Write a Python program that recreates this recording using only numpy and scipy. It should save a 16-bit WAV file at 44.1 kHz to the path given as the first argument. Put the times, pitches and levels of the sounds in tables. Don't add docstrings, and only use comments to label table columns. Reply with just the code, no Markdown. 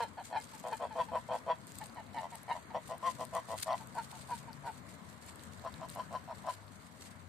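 import sys
import numpy as np
from scipy import signal
from scipy.fft import rfft, irfft, next_fast_len
from scipy.io import wavfile
from scipy.ndimage import uniform_filter1d, map_coordinates

SR = 44100
rng = np.random.default_rng(int(sys.argv[2]) if len(sys.argv) > 2 else 0)


def wrap_up_sound(samples):
    columns = np.atleast_2d(samples).T
    tamed = np.clip(columns, -1, 1)
    steps = np.round(tamed * 32767).astype(np.int16)
    wavfile.write(sys.argv[1], SR, steps)


def boost_factor(decibels):
    exponent = np.asarray(decibels, float) / 20
    return 10 ** exponent


N = 321048

# start_s, length_s, crest_db, upper_re_windpipe_db, upper_pitch_hz (both at the crest)
GANDER_HONKS = [(.303, 0.03, -47, -5, 962), (.638, 0.064, -39, -7.5, 994.6), (.799, 0.069, -35, -5, 1006),
                (.957, .071, -29, 8, 988.1), (1.118, 0.07, -31.5, 6, 999.4),
                (1.288, 0.081, -32.5, -3, 954.4), (1.467, 0.065, -28.5, 7.5, 993),
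                (2.203, 0.069, -43, -0.5, 969.5), (2.535, 0.053, -44, 3, 964.5),
                (2.739, 0.053, -36, -5.5, 979), (2.891, 0.067, -40, -6.5, 1018),
                (3.029, 0.069, -28.5, 9.5, 1045), (3.187, 0.061, -39.5, -2, 1022),
                (3.328, 0.071, -34, 2.5, 1026), (3.486, .073, -39.5, -2, 996),
                (3.663, 0.091, -32.5, -3, 1027), (5.642, 0.043, -36.5, 6.5, 1034),
                (5.8, 0.063, -42, 2.5, 1012), (5.956, 0.062, -36.5, 9, 1012),
                (6.111, 0.066, -36.5, 8, 1023), (6.278, 0.059, -42, 2.5, 966),
                (6.445, 0.071, -35.5, 7.5, 1006)]
GOOSE_HONKS = [(-0.045, 0.094, -31.5, 7.85, 947.6), (0.173, 0.047, -42, 2, 927.6),
               (0.328, 0.058, -31.5, 10.4, 896), (0.533, 0.036, -50.5, 14.8, 893),
               (0.705, 0.046, -34, 12.9, 900), (0.898, 0.049, -45.5, 15.5, 889),
               (1.08, 0.03, -46, 16.8, 883), (1.805, 0.035, -43.5, 9.97, 884),
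               (1.959, 0.059, -45, 6.6, 940.6), (2.146, 0.061, -35.5, 11.87, 917.5),
               (2.318, 0.045, -45, 6.55, 939), (2.482, 0.05, -30.5, 13.3, 941.6),
               (2.702, 0.028, -47.0, 9.3, 920), (3.798, 0.04, -49.5, 12.4, 904.5),
               (3.952, 0.06, -34.5, 15.7, 929.4), (4.126, 0.048, -51.5, 6, 956.5),
               (4.29, 0.06, -35, 23.2, 958.5), (4.474, 0.041, -46, 14.3, 927),
               (4.64, 0.066, -38, 10.8, 931)]
GANDER_CYCLES = [8, 8, 7, 6, 6, 7, 6, 11, 11, 6, 8, 6, 8, 6, 8, 8, 6, 7, 8, 7, 7, 7]
GOOSE_CYCLES = [4, 4, 6, 5, 4, 4, 4, 4, 4, 6, 4, 6, 6, 7, 4, 5, 6, 4, 6]
GANDER_ROUGHNESS = [.2, .2, .19, .17, .19, .21, .19, .05, .08, .2, .16, .14, .15, .12, .15, .28, .2, .28,
                    .2, .22, .28, .28]
GOOSE_ROUGHNESS = [.04, .15, .18, .1, .05, .1, .1, .12, .12, .2, .11, .22, .15, .15, .16, .11, .16, .12,
                   .18]
GANDER_NECK = [0.003, .02, 0.0027, -0.015, .025, 0.015, 0.021, 0.012, -0.0065, -0.053, 0.028, .02, -0.0018,
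               0.0042, -0.034, 0.033, 0.012, -0.052, -0.053, 0.022, -0.036, -0.029]
# centre_hz, width_hz, level_db
GANDER_WINDPIPE = [(504, 9.3, -1), (655.6, 33, 3), (906, 319, -11)]
GOOSE_WINDPIPE = [(488, 29, 14), (745, 94, 3.5), (900, 370, -58)]
# centre_hz, width_hz, level_db
GANDER_BEAKS = [
    [(1230, 330, 1), (1536, 48, 6.5), (1760, 185, 1), (2594, 120, 1), (3196, 180, 2), (4470, 170, -2),
     (5380, 370, -6)],
    [(1240, 780, 4.5), (1630, 480, 5.5), (1892, 150, 10.5), (2660, 136, 5), (2990, 180, 5.5),
     (3490, 180, 5), (4320, 570, -2), (5730, 210, 4)],
    [(1197, 250, 4), (1627, 270, 5), (2080, 370, -0.5), (2680, 130, 1.5), (2981, 200, 3), (4230, 460, -0.5),
     (5430, 210, 0.5)],
]
GOOSE_BEAKS = [
    [(1425, 135, 6.5), (1770, 91, 9.5), (2130, 83, 3.5), (2474, 105, 5), (3170, 170, 3.5), (3930, 170, 2),
     (4240, 220, 4.5), (5400, 330, -3)],
    [(1141, 130, -8.5), (1400, 250, -7), (1855, 130, -2), (2189, 143, -4.5), (2956, 161, -7),
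     (3930, 96, -6.5), (4310, 184, -8.5), (5060, 181, -12)],
    [(1499, 133, 3), (2006, 140, -2), (2186, 98, -1.5), (2473, 108, -3.5), (2880, 151, -5.5),
     (4403, 210, -2.5), (5710, 310, -10)],
]
# start_s, crest_s, end_s, pitch_hz, level_db
WHISTLE = (.34, .372, .43, 2130, -56)
# frequency_hz, left_minus_right_db
VOICE_BALANCE = [(400, -1), (1300, 5.5), (2400, -12.5), (4400, -1)]

# frequency_hz, density_db (per Hz)
HUM_SPECTRUM = [(30, -27), (85, 1), (238, 1.5), (300, -4), (360, -9.5), (604, -4), (804, -8), (989, -2),
                (1220, -5), (2150, -10.5), (2500, -18), (4320, -20), (5050, -26.5), (8480, -25.5),
                (14600, -62)]
# frequency_hz, left_minus_right_db
HUM_BALANCE = [(200, 15), (400, 10), (700, -0.5), (2400, 2.5), (4400, -4.5), (8100, -11.5), (14000, 62)]
# frequency_hz, correlation (0-1)
HUM_LIKENESS = [(60, 1), (250, 1), (640, 0.2), (1400, 0.0027)]
# time_s, level_db
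HUM_LEVEL = [(0.0, -54.5), (1.03, -53), (2.47, -53), (4.22, -53), (5.17, -52.5), (5.72, -51), (6.99, -54.5),
             (7.28, -54)]

# crest_s, peak_db, hold_s
FOOTFALLS = [(0.017, -61.5, 0.043), (0.256, -61, 0.019), (0.43, -63, 0.051), (0.568, -64.5, 0.087),
             (0.73, -64.5, 0.09), (0.84, -68, 0.016), (1.014, -65, 0.062), (1.188, -68, 0.061),
             (1.353, -64, 0.028), (1.524, -112.5, 0.069), (1.777, -65, 0.18), (2.19, -69.5, 0.1),
             (2.348, -64.5, 0.037), (2.534, -66.5, 0.053), (2.896, -66, 0.036), (3.083, -60.5, 0.038),
             (3.204, -62, 0.036), (3.359, -60.5, 0.016), (3.523, -60, 0.042), (3.608, -54.5, 0.054),
             (3.801, -61.5, 0.034), (3.999, -64.5, 0.1), (4.175, -64, 0.13), (4.348, -61.5, 0.085),
             (4.706, -66.5, 0.089), (4.907, -65.5, 0.028), (5.281, -62, 0.032), (5.433, -65.5, 0.033),
             (5.922, -63.5, 0.049), (6.516, -62, 0.024)]
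LATE_FOOTFALLS = [
    (5.102, -70, 0.074),
    (5.56, -69.5, 0.034),
    (5.729, -74, 0.1),
    (6.019, -69, 0.042),
    (6.16, -71, 0.046),
    (6.37, -68.5, 0.029),
    (6.8, -71, 0.13),
    (7.049, -65, 0.05),
]
# frequency_hz, density_db (per Hz)
GRIT_SPECTRUM = [(880, -14.5), (1800, -4), (3000, -5), (4300, -1.5), (5600, -5.5), (8580, 0),
                 (10600, -10.5), (13800, -8), (14600, -84)]
# frequency_hz, left_minus_right_db
GRIT_BALANCE = [(2000, 6), (4400, 7), (8500, 14), (13000, 11)]
# time_s, peak_db, pitch_hz,
# left_minus_right_db
STONES = [(0.599, -41, 7750, 8), (1.6691, -68, 3615, -2), (1.67, -40, 9000, 0),
          (1.7864, -30, 8200, 7), (1.838, -42, 4110, 7), (1.869, -43, 8850, 6), (1.947, -49, 8800, 3),
          (2.0413, -59, 7900, 21), (2.3556, -41.5, 8795, 21), (2.432, -44, 11330, 10),
          (2.9809, -45.5, 8750, 11), (3.2519, -39.5, 8600, 15), (3.3516, -32.5, 8505, 6),
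          (3.4865, -47, 8900, -8), (3.543, -45, 8640, 5), (3.644, -36, 8910, 9),
          (3.678, -43, 4710, 1.5), (3.7304, -35, 4314, 3), (3.873, -44.5, 8610, 13),
          (3.952, -43, 8790, 10), (4.531, -40, 4700, 10), (5.263, -44, 7840, 0),
          (5.3583, -44.5, 8460, 15), (5.395, -49, 4040, -24), (5.436, -41, 7500, 3),
          (5.596, -52.5, 3930, -22), (5.7412, -38, 3960, -5), (5.8953, -38.5, 4030, -6),
          (5.9269, -57, 8800, 7), (5.94, -45, 4686, 0)]
MORE_STONES = [(0.413, -42.5, 4530, 4.5), (0.6738, -45, 6850, 4.0), (1.5584, -50, 3807, -2),
               (1.5862, -51, 7700, 4), (1.6804, -48, 7570, 0), (1.8404, -40, 8280, 4),
               (1.8971, -44, 4580, -2), (1.9544, -52, 4365, 1.5), (2.0651, -50, 3890, -1),
               (2.134, -48, 3930, 1.5), (2.1858, -39, 3840, -0.5), (2.2322, -46, 3895, 1.5),
               (2.3924, -57, 8270, -0.5), (2.7196, -69, 4300, 11), (2.8808, -42.5, 8753, 6),
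               (3.2674, -52, 4740, 3.5), (3.454, -51, 8900, 5), (3.6034, -36, 8900, 12),
               (3.6274, -32, 8600, 15), (3.6654, -54, 4700, 2.0), (4.29, -48, 8940, 2.5),
               (5.0528, -54, 4240, -8), (5.4044, -53, 4060, -7.5), (5.4524, -47, 7590, -4),
               (5.5362, -51, 3940, 2.0), (5.853, -53, 5100, -9), (5.8874, -42, 8245, 6),
               (5.9004, -40.5, 8710, 17), (5.9514, -40, 11310, 4), (5.9604, -56, 4230, 2.5),
               (6.6811, -48.5, 4258, 3.5)]
FURTHER_STONES = [(0.2279, -51, 8410, 8.5), (0.4012, -41, 7740, 6.0), (0.7302, -39, 4220, 2.5),
                  (0.7696, -42, 8150, 7.0), (0.927, -49, 4230, 5), (1.6362, -59, 7610, 1.0),
                  (1.72, -39, 7500, 2), (1.7553, -43, 8420, 3.0), (6.0255, -59, 8180, 3.0),
                  (6.35, -48, 4240, 1.5), (6.4994, -49, 8620, 1.5), (6.6672, -55, 7490, -2),
                  (7.205, -59, 3750, 2.0)]

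# start_s, pitch_hz, level_db, t60_s
JOLT = (2.5, 165, -52, .12)
# time_s, firing_hz, first_order_db, second_order_db
LORRY_ENGINE = [(2.6, 54, -78, -72), (3.0, 56.08, -83, -78), (3.8, 62.25, -82, -56), (4.62, 72, -66, -55),
                (4.8, 74.2, -66, -74), (5.15, 79.7, -61.5, -78), (5.7, 89.6, -56, -62),
                (5.85, 90.1, -72, -72), (6.65, 101, -53, -75), (6.8, 100.3, -67, -69), (7.28, 88, -54, -69)]
# frequency_hz, lost_share (0-1)
LOST_DETAIL = [(2400, 0), (3000, .04), (4600, .05), (5200, .26), (6600, .16), (8500, .03), (10500, .14),
               (13500, .26), (14300, .2), (14400, 0)]

TOP_HZ = 14300
LEAD_S, ATTACK_S, RELEASE_S, FADE_S = .007, .009, .011, .022
EDGE_DB, CUT_DB, SILENT_DB = -12, -3, -39
HELD_BACK = .65
HOLD = .12
LOUDEST_HONK = 11
SLOWS, DULLS = .22, .4
YIELDS = .4
LINGER_S, LINGER = .016, .55
SINK_DB_PER_S, SETTLE_DB_PER_S, STIR_DB = 285, 232, -75.5


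def seconds():
    return np.arange(N) / SR


def unit(x):
    return x / np.sqrt(np.mean(np.abs(x) ** 2) + 1e-20)


def steady(x, window_s=0.0179):
    power = uniform_filter1d(np.abs(x) ** 2, round(window_s * SR))
    return x / np.sqrt(np.abs(power) + 1e-12)


def along(points, hz):
    f, v = np.transpose(points)
    return np.interp(np.log(hz + 1), np.log(f + 1), v)


def curve(rows, column=1):
    rows = np.asarray(rows)
    return np.interp(seconds(), rows[:, 0], rows[:, column])


def wobble(rate):
    at = np.arange(0, N + 16, 16)
    knots = rng.standard_normal(int(N * rate / SR) + 4)
    return np.interp(np.arange(N), at, map_coordinates(knots, [at * rate / SR]))


def filtered(x, response):
    m = next_fast_len(N + SR // 2)
    return irfft(rfft(x, m) * response(np.fft.rfftfreq(m, 1 / SR)), m)[..., :N]


def modes(table):
    def ring(f):
        total = 0
        for k, (centre, width, db) in enumerate(table):
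            resonance = 1j * f * width / (centre * centre - f * f + 1j * f * width)
            total = total + (-1) ** k * boost_factor(db) * resonance
        return total
    return lambda f: np.interp(f, f[::8], ring(f[::8]))


def panned(pair, balance):
    return filtered(pair, lambda hz: boost_factor(np.outer([.5, -.5], along(balance, hz))) * (hz < TOP_HZ))


def smooth_field(shape, wide, long):
    field = uniform_filter1d(rng.standard_normal(shape), wide, axis=0)
    return unit(uniform_filter1d(field, long, axis=1))


def patchy(depth_db, wide, long):
    z = signal.stft(rng.standard_normal((2, N)), nperseg=512)[2]
    gain = boost_factor(depth_db * smooth_field(z.shape[1:], wide, long))
    return signal.istft(z * gain, nperseg=512)[1][:, :N]


def effort(calls, crest, by_level, by_push, swell_db_per_s, rest_db, keeps, lag, rise, fall,
           sag_hz_per_s, droop_hz, shut_db, scoop_hz, early):
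    loud, upper, pitch = [], [], []
    for k, (s, length, db, push_db, hz) in enumerate(calls):
        top = length * np.clip(crest + by_level * (db + 40) / 10 + by_push * push_db / 10, .2, .78)
        opened = min(ATTACK_S, top / 3)
        held = top + HOLD * length
        times = [-LEAD_S, 0, opened, top - HOLD * length, top + HOLD * length / 2,
                 max(length - RELEASE_S, held), length, length + FADE_S]
        restraint = HELD_BACK * max(push_db, 0) * (k != early)
        opening_db = max(-swell_db_per_s * (top - opened) - restraint, EDGE_DB)
        levels = [SILENT_DB, EDGE_DB, opening_db, -1, -1, CUT_DB, EDGE_DB, SILENT_DB]
        loud += [(s + t, db + d) for t, d in zip(times, levels)]

        slack_db = rest_db + keeps * push_db
        peak = s + top + lag * length
        slack_again = peak + fall * length
        upper += [(s - LEAD_S, slack_db + shut_db / 2),
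                  (max(peak - (rise + (k == early)) * length, s), push_db - 4 if k == early else slack_db),
                  (peak - HOLD * length, push_db - 2), (peak, push_db),
                  (slack_again, slack_db), (slack_again + .012, slack_db + shut_db)]

        high_hz = hz + sag_hz_per_s * top / 2
        last_hz = hz - sag_hz_per_s * (length - top)
        pitch += [(s, high_hz - scoop_hz), (s + top / 2, high_hz),
                  (s + length, last_hz), (s + length + FADE_S, last_hz - droop_hz)]
    return curve(loud), curve(upper), curve(pitch)


def honks(calls, lungs, cycles, roughs, pipe, beaks, turns_s, upper_hz_width, beak_db, lock_db,
          half, second, clear, glide, bends, eager, deep_db):
    loud_db, upper_db, hz = lungs
    starts, lengths, crests_db = np.transpose(calls)[:3]
    t = seconds()
    which = np.maximum(np.searchsorted(starts - LEAD_S, t) - 1, 0)
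    step, rough = np.asarray(cycles)[which], np.asarray(roughs)[which]
    done = np.clip((t - starts[which]) / lengths[which], 0, 1)
    under_db = np.maximum(loud_db - crests_db[which], EDGE_DB)

    lock = 1 / (1 + boost_factor(lock_db - upper_db) ** 3)
    slowing = boost_factor(SLOWS * (1 - lock) * (step < 10) * under_db)
    jitter = np.exp(.5 * rough * (1 - lock) * wobble(170))
    beat = np.cumsum(hz / step * slowing * jitter) / SR
    size = boost_factor(9 * rough * (1 - lock / 2) * rng.standard_normal(N)) * np.sqrt(step)
    pulses = unit(np.diff(np.floor(beat), prepend=0) * size)
    breath = unit(rng.standard_normal(N) * np.exp(-2 * (beat % 1)))
    drive = pulses + .9 * rough * breath

    spin = np.exp(2j * np.pi * np.cumsum(hz * (1 + 0.00368 * wobble(90))) / SR)
    pole = np.exp(-np.pi * upper_hz_width / SR)
    ring = signal.lfilter([1], np.poly([pole, pole]), drive / spin)
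    upper = np.sqrt(2) * np.real(spin * steady((1 - lock) ** 0.88 * steady(ring) + np.sqrt(lock)))
    halves = np.exp(1j * np.pi * np.cumsum(hz) / SR)
    subharmonics = half * (halves + 2.0 * halves ** 3)
    overtones = np.real(second * np.sqrt(lock) * spin ** 2)
    overtones = overtones + lock * np.real(.04 * spin ** 3 + .025 * spin ** 4 + subharmonics)

    reach = .06
    bend = np.broadcast_to(bends, len(calls))[which]
    neck = np.clip(.5 + bend * (2 * done - 1) / reach / 2, 0, 1)

    def windpipe(f):
        band = 1 / (1 + (400 / (f + 1)) ** 8) / (1 + (f / 900) ** 6)
        necks = [modes(pipe[1:])(f * k) for k in (1 + reach, 1, 1 - reach)]
        return band * [modes(pipe[:1])(f), *necks]

    deep, long, middle, short = filtered(drive, windpipe)
    hoarse = np.maximum(1 - 2 * neck, 0) * long + (1 - abs(2 * neck - 1)) * middle
    hoarse = hoarse + np.maximum(2 * neck - 1, 0) * short
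    has_deep = (rough < clear) & (step < 10)
    low = steady(has_deep * boost_factor(deep_db) * steady(deep) - steady(hoarse))

    gape = np.searchsorted(turns_s, t)
    hiss = pulses + (.15 + 2.4 * rough) * breath

    def through_beak(k):
        edges = lambda f: 1 / (1 + (1050 / (f + 1)) ** 8) / (1 + (f / 7500) ** 6)
        heads = filtered(hiss, lambda f: [modes(beak)(f * k) ** 2 * edges(f) for beak in beaks])
        return np.choose(gape, heads)

    high = steady((1 - done) * through_beak(1 + glide) + done * through_beak(1 - glide))
    both = np.sqrt(1 + boost_factor(upper_db) ** 2)
    tone = ((1 - YIELDS * lock) * low + boost_factor(upper_db) * (upper + overtones)) / both
    gust = boost_factor(loud_db + DULLS * under_db * (done > eager))
    keep = np.exp(-1 / (LINGER_S * SR))
    gust = np.maximum(gust, LINGER * signal.lfilter([1 - keep], [1, -keep], gust))
    return boost_factor(1.3 * (1 - lock) * wobble(75)) * (boost_factor(loud_db) * tone + boost_factor(beak_db) * gust * high)


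def squeak():
    start, crest, end, hz, db = WHISTLE
    shape_db = np.interp(seconds(), [start, crest, end, end + .02], [-38, 3.5, -8, -60], left=-120, right=-120)
    level = boost_factor(db + shape_db + 1.8 * wobble(66))
    return level * np.sin(2 * np.pi * np.cumsum(hz * (1 + 0.0044 * wobble(79.0))) / SR)


def park(x):
    t = np.arange(SR // 3) / SR
    tail = rng.standard_normal((2, len(t))) * boost_factor(-60 * t / 0.097) * (t > .004)
    return signal.fftconvolve(x[None], tail / np.linalg.norm(tail[0]), axes=1)[:, :N]


def geese():
    t = seconds()
    gander_turns_s, goose_turns_s = [2.0, 4.8], [1.6, 3.0]
    lungs = effort(GANDER_HONKS, crest=.55, by_level=.05, by_push=0.16, swell_db_per_s=190.5, rest_db=-3.5,
                   keeps=.1, lag=.1, rise=.2, fall=.4, sag_hz_per_s=1000, droop_hz=29.9, shut_db=-9,
                   scoop_hz=55.26, early=LOUDEST_HONK)
    gander = honks(GANDER_HONKS, lungs, GANDER_CYCLES, GANDER_ROUGHNESS, GANDER_WINDPIPE, GANDER_BEAKS,
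                   gander_turns_s, upper_hz_width=174, beak_db=-17.0 + 2.1 * (t > gander_turns_s[1]),
                   lock_db=3, half=0.023, second=0.031, clear=.28, glide=0.027, bends=GANDER_NECK,
                   eager=0, deep_db=-6.5 - 0.87 * t)
    lungs = effort(GOOSE_HONKS, crest=.5, by_level=0.27, by_push=0.0082, swell_db_per_s=168.5, rest_db=-3.5,
                   keeps=.3, lag=.04, rise=0.31, fall=0.77, sag_hz_per_s=2100, droop_hz=69.1, shut_db=-3.0,
                   scoop_hz=45.36, early=None)
    goose = honks(GOOSE_HONKS, lungs, GOOSE_CYCLES, GOOSE_ROUGHNESS, GOOSE_WINDPIPE, GOOSE_BEAKS,
                  goose_turns_s, upper_hz_width=108, beak_db=-12.0 - 0.96 * np.maximum(t - 2.6, 0),
                  lock_db=7, half=0.046 + 0.06 * (t > 3), second=0.028 + 0.46 * (abs(t - 1.9) < .2),
                  clear=.11, glide=-0.019, bends=-0.013, eager=0.6, deep_db=1.5)
    both = gander + goose + squeak()
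    echo = park(filtered(both, lambda f: 1 / (1 + (700 / (f + 1)) ** 4)))
    return panned(np.array([both, both]) + boost_factor(-8.5) * echo, VOICE_BALANCE)


def hum():
    turn = lambda hz: np.arccos(np.clip(along(HUM_LIKENESS, hz), -1, 1)) / 2
    colour = lambda hz: boost_factor(along(HUM_SPECTRUM, hz)) * [np.cos(turn(hz)), np.sin(turn(hz))]
    middle, side = filtered(patchy(1.56, wide=6, long=14), colour)
    pair = np.array([middle + side, middle - side])
    return boost_factor(curve(HUM_LEVEL)) * unit(panned(pair, HUM_BALANCE))


def crunch_db():
    t = np.arange(0, N / SR, 1 / 1000)
    power = boost_factor(STIR_DB) ** 2
    for s, db, hold in [*FOOTFALLS, *LATE_FOOTFALLS]:
        before = np.maximum(s - hold / 2 - t, 0)
        after = np.maximum(t - s - hold / 2, 0)
        power = power + boost_factor(db - SINK_DB_PER_S * before - SETTLE_DB_PER_S * after) ** 2
    return np.interp(seconds(), t, 10 * np.log10(power))


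def gravel():
    clumps = boost_factor(2.4 * wobble(60) + 2.8 * wobble(250))
    cracks = (rng.random(N) < 160 / SR) * np.minimum(rng.exponential(0.38, N), 2.6)
    spikes = 1 + 1.72 * signal.lfilter([1], [1, -np.exp(-1 / (0.00051 * SR))], cracks)
    a, b = patchy(1.04, wide=14, long=3)
    grit = unit(clumps * spikes * np.array([a, .5 * np.roll(a, shift=-2) + 2.66 * b]))
    grit = unit(filtered(grit, lambda hz: boost_factor(along(GRIT_SPECTRUM, hz))))
    out = boost_factor(crunch_db() + 9.5) * panned(grit, GRIT_BALANCE)
    t = np.arange(512) / SR
    for s, db, hz, pan_db in [*STONES, *MORE_STONES, *FURTHER_STONES]:
        snap = np.diff(rng.standard_normal((2, 513))) * boost_factor(-60 * t / .0035) * .6 * (hz / 8000)
        snap = snap + np.sin(2 * np.pi * hz * t) * boost_factor(-60 * t / 0.004) * (1 - np.exp(-t / .0001))
        at = round(s * SR)
        out[:, at:at + 512] += boost_factor(db + 2.5 + np.array([[.5], [-.5]]) * pan_db) * snap
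    return filtered(out, lambda hz: 1 / (1 + (hz / 14500) ** 40))


def bump():
    s, hz, db, t60 = JOLT
    t = np.maximum(seconds() - s, 0)
    decay = boost_factor(db - 60 * t / t60 + np.array([[3], [-11]]))
    return decay * np.sin(2 * np.pi * hz * t) * (1 - np.exp(-t / 0.01))


def lorry():
    turn = 2 * np.pi * np.cumsum(curve(LORRY_ENGINE) * (1 + 0.0041 * wobble(5.6))) / SR
    first = boost_factor(curve(LORRY_ENGINE, column=2) + 0.82 * wobble(8.9))
    second = boost_factor(curve(LORRY_ENGINE, column=3) + 2.5 * wobble(5.7))
    rumble = filtered(patchy(0.8, wide=2, long=20)[0], lambda f: modes([(85, 60, 0)])(f) ** 2)
    engine = first * (np.sin(turn) + 0.34 * unit(rumble)) + second * np.sin(2 * turn)
    near = np.interp(seconds(), [2.5, 3.2], [0, 1])
    return boost_factor(np.array([[3], [-11]])) * near * engine


def scene():
    return geese() + hum() + gravel() + bump() + lorry()


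def thinned(x):
    hz, _, z = signal.stft(x, SR, nperseg=2048)
    rank = 1 / (1 + np.exp(-1.7 * smooth_field(z.shape[1:], wide=10, long=4)))
    return signal.istft(z * (rank >= along(LOST_DETAIL, hz)[:, None]), SR, nperseg=2048)[1][:, :N]


def band_limit(x):
    return signal.sosfilt(signal.butter(12, 15620, fs=SR, output="sos"), x)


def record(dry):
    mix = thinned(dry)
    return band_limit(mix)


dry = scene()
out = record(dry)
wrap_up_sound(out)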